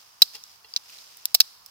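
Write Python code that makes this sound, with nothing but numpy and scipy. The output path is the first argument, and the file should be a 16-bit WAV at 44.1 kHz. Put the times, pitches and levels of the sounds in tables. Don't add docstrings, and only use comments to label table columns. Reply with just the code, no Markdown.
import sys
import numpy as np
from scipy import signal
from scipy.fft import rfft, irfft, next_fast_len
from scipy.io import wavfile
from scipy.ndimage import uniform_filter1d, map_coordinates

SR = 44100
rng = np.random.default_rng(int(sys.argv[2]) if len(sys.argv) > 2 else 0)


def bounce(signal):
    frames = np.transpose(np.atleast_2d(signal))
    limited = np.clip(frames, -1, 1)
    pcm = np.round(limited * 32767).astype(np.int16)
    wavfile.write(sys.argv[1], SR, pcm)


N = 74970

# (frequency [Hz], density [dB])
FRICTION_SPECTRUM = [(100, -29), (500, -14.5), (1600, -14.5), (2700, -7.5), (3300, -8.5), (4200, -6),
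                     (5100, 0), (6000, -6.5), (7500, -12.5), (10000, -16), (13000, -16.5), (15000, -13),
                     (15600, -18), (16000, -53.5)]


def amp(db):
    return 10 ** (np.asarray(db) / 20)


def unit(x):
    return x / np.sqrt(np.mean(x ** 2) + 1e-20)


def gain_at(spectrum, hz):
    points_hz, points_db = np.transpose(spectrum)
    return amp(np.interp(np.log(hz + 1), np.log(points_hz + 1), points_db))


def filtered(x, response):
    size = next_fast_len(x.shape[-1] + 8192)
    hz = np.fft.rfftfreq(size, 1 / SR)
    return irfft(rfft(x, size) * response(hz), size)[..., :x.shape[-1]]


def causal(gain):
    cepstrum = irfft(np.log(gain + 1e-9))
    half = cepstrum.shape[-1] // 2
    fold = np.r_[1, np.full(half - 1, 2), 1, np.zeros(half - 1)]
    return np.exp(rfft(cepstrum * fold))


def noise(spectrum, size=N):
    return unit(filtered(rng.standard_normal((2, size)), lambda hz: gain_at(spectrum, hz)))


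def band_noise(centre_hz, width_hz, size):
    def resonance(hz):
        return 1j * hz * width_hz / (centre_hz ** 2 - hz ** 2 + 1j * hz * width_hz)
    return unit(filtered(rng.standard_normal((2, size)), resonance))


def wobble(knots_per_s, size=N):
    position = np.arange(size) * knots_per_s / SR
    return map_coordinates(rng.standard_normal(size // 8), [position], mode="wrap")


def envelope(t, rise_s, t60_s):
    return (1 - np.exp(-t / rise_s)) * np.exp(-np.log(1000) * t / t60_s)


def add(track, start_s, sound):
    part = track[:, round(start_s * SR):][:, :sound.shape[-1]]
    part += sound[:, :part.shape[-1]]


def air():
    # (frequency [Hz], density [dB])
    air_spectrum = [(15, -25), (25, 6.5), (44, -10), (83, -0.5), (309, -15.5), (450, -9.5), (604, -11.5),
                    (673, -5), (1090, 1), (2240, -10.5), (3010, -7), (4260, -11.5), (5010, -1.5),
                    (7680, -15), (15000, -11)]
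    return amp(-57) * noise(air_spectrum)


def reflections(x, t60_s):
    # (frequency [Hz], density [dB])
    tail_spectrum = [(200, -24), (1200, -23.5), (2500, -15.5), (3300, -10), (4000, -1), (5200, 3),
                     (6300, -11.5), (9000, -15), (14000, -11), (15500, -14.5), (16000, -25)]
    decay = envelope(np.arange(N) / SR, 0.0045, t60_s) ** 2
    energy = signal.fftconvolve(np.mean(x ** 2, axis=0), decay / decay.sum())[:N]
    return np.sqrt(abs(energy)) * noise(tail_spectrum)


def rubbing():
    # (time [s], relative level [dB])
    contour = [(0, -56.5), (.14, -62.5), (.3, -62), (.39, -61.5), (.52, -56.5), (.62, -67.5), (.72, -56.5),
               (.8, -60), (.91, -50.5), (1.08, -54.5), (1.25, -56.5), (1.46, -58.5), (1.62, -68),
               (1.7, -59)]
    offset_db, grain_db = 3, 2
    slip_s, slip_db, slip_width_s = 0.3544, -38, 0.0095
    t = np.arange(N) / SR
    level = amp(np.interp(t, *np.transpose(contour)) + offset_db)
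    slip = amp(slip_db) * np.exp(-abs(t - slip_s) / slip_width_s)
    grain = amp(grain_db * wobble(knots_per_s=400))
    return (level + slip) * unit(grain * noise(FRICTION_SPECTRUM))


def scratches():
    # (time [s], level [dB], centre [Hz])
    strokes = [(0.257, -37.5, 5230), (0.896, -40, 2900), (0.9, -43, 5040), (0.933, -43.5, 2670),
               (0.985, -38, 3970), (1.011, -40.5, 5300)]
    out, t = np.zeros((2, N)), np.arange(4096) / SR
    shape = envelope(t, rise_s=0.00093, t60_s=0.026)
    for start_s, db, hz in strokes:
        add(out, start_s, amp(db) * band_noise(hz, width_hz=700, size=len(t)) * shape)
    return out


def ring(t, hz, t60_s):
    lag_s = np.array([[0], [0.00006]])
    chatter_rad = 0.39 * np.array([wobble(knots_per_s=594, size=len(t)) for _ in range(2)])
    return np.sin(2 * np.pi * hz * (t - lag_s) + chatter_rad) * envelope(t, 0.00066, t60_s)


def knocks():
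    # (time [s], level [dB])
    contacts = [(0.349, -39.5), (.6445, -46)]
    # (frequency [Hz], relative level [dB], t60 [s])
    modes = [(445, -12, 0.092), (860, -11, 0.11), (1970, -5.5, 0.044), (2750, 1, 0.052), (3290, -10, 0.18),
             (4220, 2.5, 0.046), (4640, -5, .05), (4860, -1, 0.045)]
    out, t = np.zeros((2, N)), np.arange(8192) / SR
    for start_s, db in contacts:
        body = sum(amp(mode_db) * ring(t, hz, t60_s) for hz, mode_db, t60_s in modes)
        hiss = amp(-23) * noise(FRICTION_SPECTRUM, len(t)) * envelope(t, rise_s=0.0017, t60_s=0.067)
        add(out, start_s, amp(db) * (body + hiss))
    return out


def burst(t, spectrum, t60_s, stretch):
    rise_s, smoothing_hz = 0.00012, 300
    direct = envelope(t / stretch, rise_s, t60_s)
    scatter = amp(-20) * envelope(t / stretch, rise_s, t60_s=0.033)
    shape = direct + scatter
    bins = rfft(rng.standard_normal((2, len(t))) * shape)
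    hz = np.fft.rfftfreq(len(t), 1 / SR)
    ripple = np.sqrt(abs(uniform_filter1d(abs(bins) ** 2, round(smoothing_hz / hz[1]))))
    coloured = irfft(bins * causal(gain_at(spectrum, hz) / ripple))
    return unit(coloured) * np.sqrt(np.mean(shape ** 2))


def snaps():
    # (time [s], crack [dB], spray [dB], thud [dB], thud pitch [Hz], low ring [dB],
    # high ring [dB], high ring pitch [Hz], time stretch [ratio], left minus right [dB])
    fractures = [(0.2197, -1.5, 2.5, -14, 1084, 9, 12, 4991, 1.046, -3),
                 (0.2254, -22, -21.5, -53, 1300, -1, -14, 5230, 0.705, -2.5),
                 (0.438, -39, -36, -54.5, 1190, -60, -18, 5770, 0.5, -3.5),
                 (0.7381, -35, -40, -50.5, 1200, -40, -11.5, 4850, 0.6, 0.5),
                 (.7628, -13.5, -47, -34, 1320, -11, -4.5, 4510, 0.8, -1),
                 (0.7726, -26, -32, -68, 1200, -50, -44, 5000, 0.55, -4),
                 (1.1709, -50, -32, -57, 1200, -56, -41, 5330, 0.69, -4),
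                 (1.2552, -15, -3, -47, 1210, -19, 1, 5440, 0.37, -1.5),
                 (1.3445, -12.5, -4.5, -29.5, 720, -9, -5.5, 4900, .7, -4),
                 (1.3481, -8.5, 1, -22, 686, -9, 5, 4997, 1.0, -1.5),
                 (1.4025, -28, -9, -42, 1490, -36, -20, 5630, 0.53, -6),
                 (1.4032, -3, -2, -18, 1460, -1, 5.5, 5340, 0.97, -0.5),
                 (1.4056, -9.5, -8.5, -28, 1500, -4.5, 8.5, 4715, 0.93, -1),
                 (1.4144, -26, -37, -44, 1200, -11.5, -1.5, 5370, 0.54, 5),
                 (1.6617, -42, -31, -62, 1220, -67, -26.5, 5300, 0.67, -3.5)]
    # (frequency [Hz], density [dB])
    crack_spectrum = [(100, -58), (700, -41.5), (1300, -26.5), (1850, -26), (2700, -7), (3200, -7),
                      (3900, 0.5), (5400, 3), (6500, -4.5), (7400, -17), (9000, -22), (16000, -20)]
    # (frequency [Hz], density [dB])
    spray_spectrum = [(1500, -35.5), (6000, -9), (8400, -2), (9800, -6.5), (11300, 0.5), (13000, -2),
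                      (15000, 5.5), (15900, -7.5)]
    # (frequency / thud pitch [ratio], density [dB])
    thud_shape = [(.03, -3), (.15, -19.5), (.45, -17), (.75, -4), (1.05, 4.5), (1.4, -3), (2, -5.5),
                  (4, -16.5)]
    out, t = np.zeros((2, N)), np.arange(4096) / SR
    for fracture in fractures:
        start_s, crack_db, spray_db, thud_db, thud_hz, low_db, high_db, high_hz, stretch, pan_db = fracture
        thud_spectrum = [(ratio * thud_hz, db) for ratio, db in thud_shape]
        crack = amp(crack_db) * burst(t, crack_spectrum, 0.019, stretch)
        spray = amp(spray_db) * burst(t, spray_spectrum, 0.0061, stretch)
        thud = amp(thud_db) * burst(t, thud_spectrum, 0.012, stretch)
        high_ring = amp(high_db) * ring(t, high_hz, t60_s=0.0095 * stretch)
        low_ring = amp(low_db) * ring(t, hz=4013, t60_s=0.018 * stretch)
        pan = amp([[pan_db / 2], [-pan_db / 2]])
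        add(out, start_s, pan * (crack + spray + thud + high_ring))
        add(out, start_s + 0.0019 * stretch, pan * low_ring)
    return out


def scene():
    work = snaps() + knocks()
    near = amp(-33) * reflections(work, t60_s=0.084)
    far = amp(-34) * reflections(work, t60_s=1)
    bed = rubbing() + scratches() + air()
    lean_right = amp([[-0.9], [0.9]])
    return work + (near + far + bed) * lean_right


def record(dry):
    hardness, low_cut_hz, top_hz = 2.6, 75, 15900
    clipped = dry / (1 + abs(dry) ** hardness) ** (1 / hardness)
    thinned = filtered(clipped, lambda hz: 1j * hz / (low_cut_hz + 1j * hz))
    return filtered(thinned, lambda hz: 1 / np.sqrt(1 + (hz / top_hz) ** 120))


dry = scene()
out = record(dry)
bounce(out)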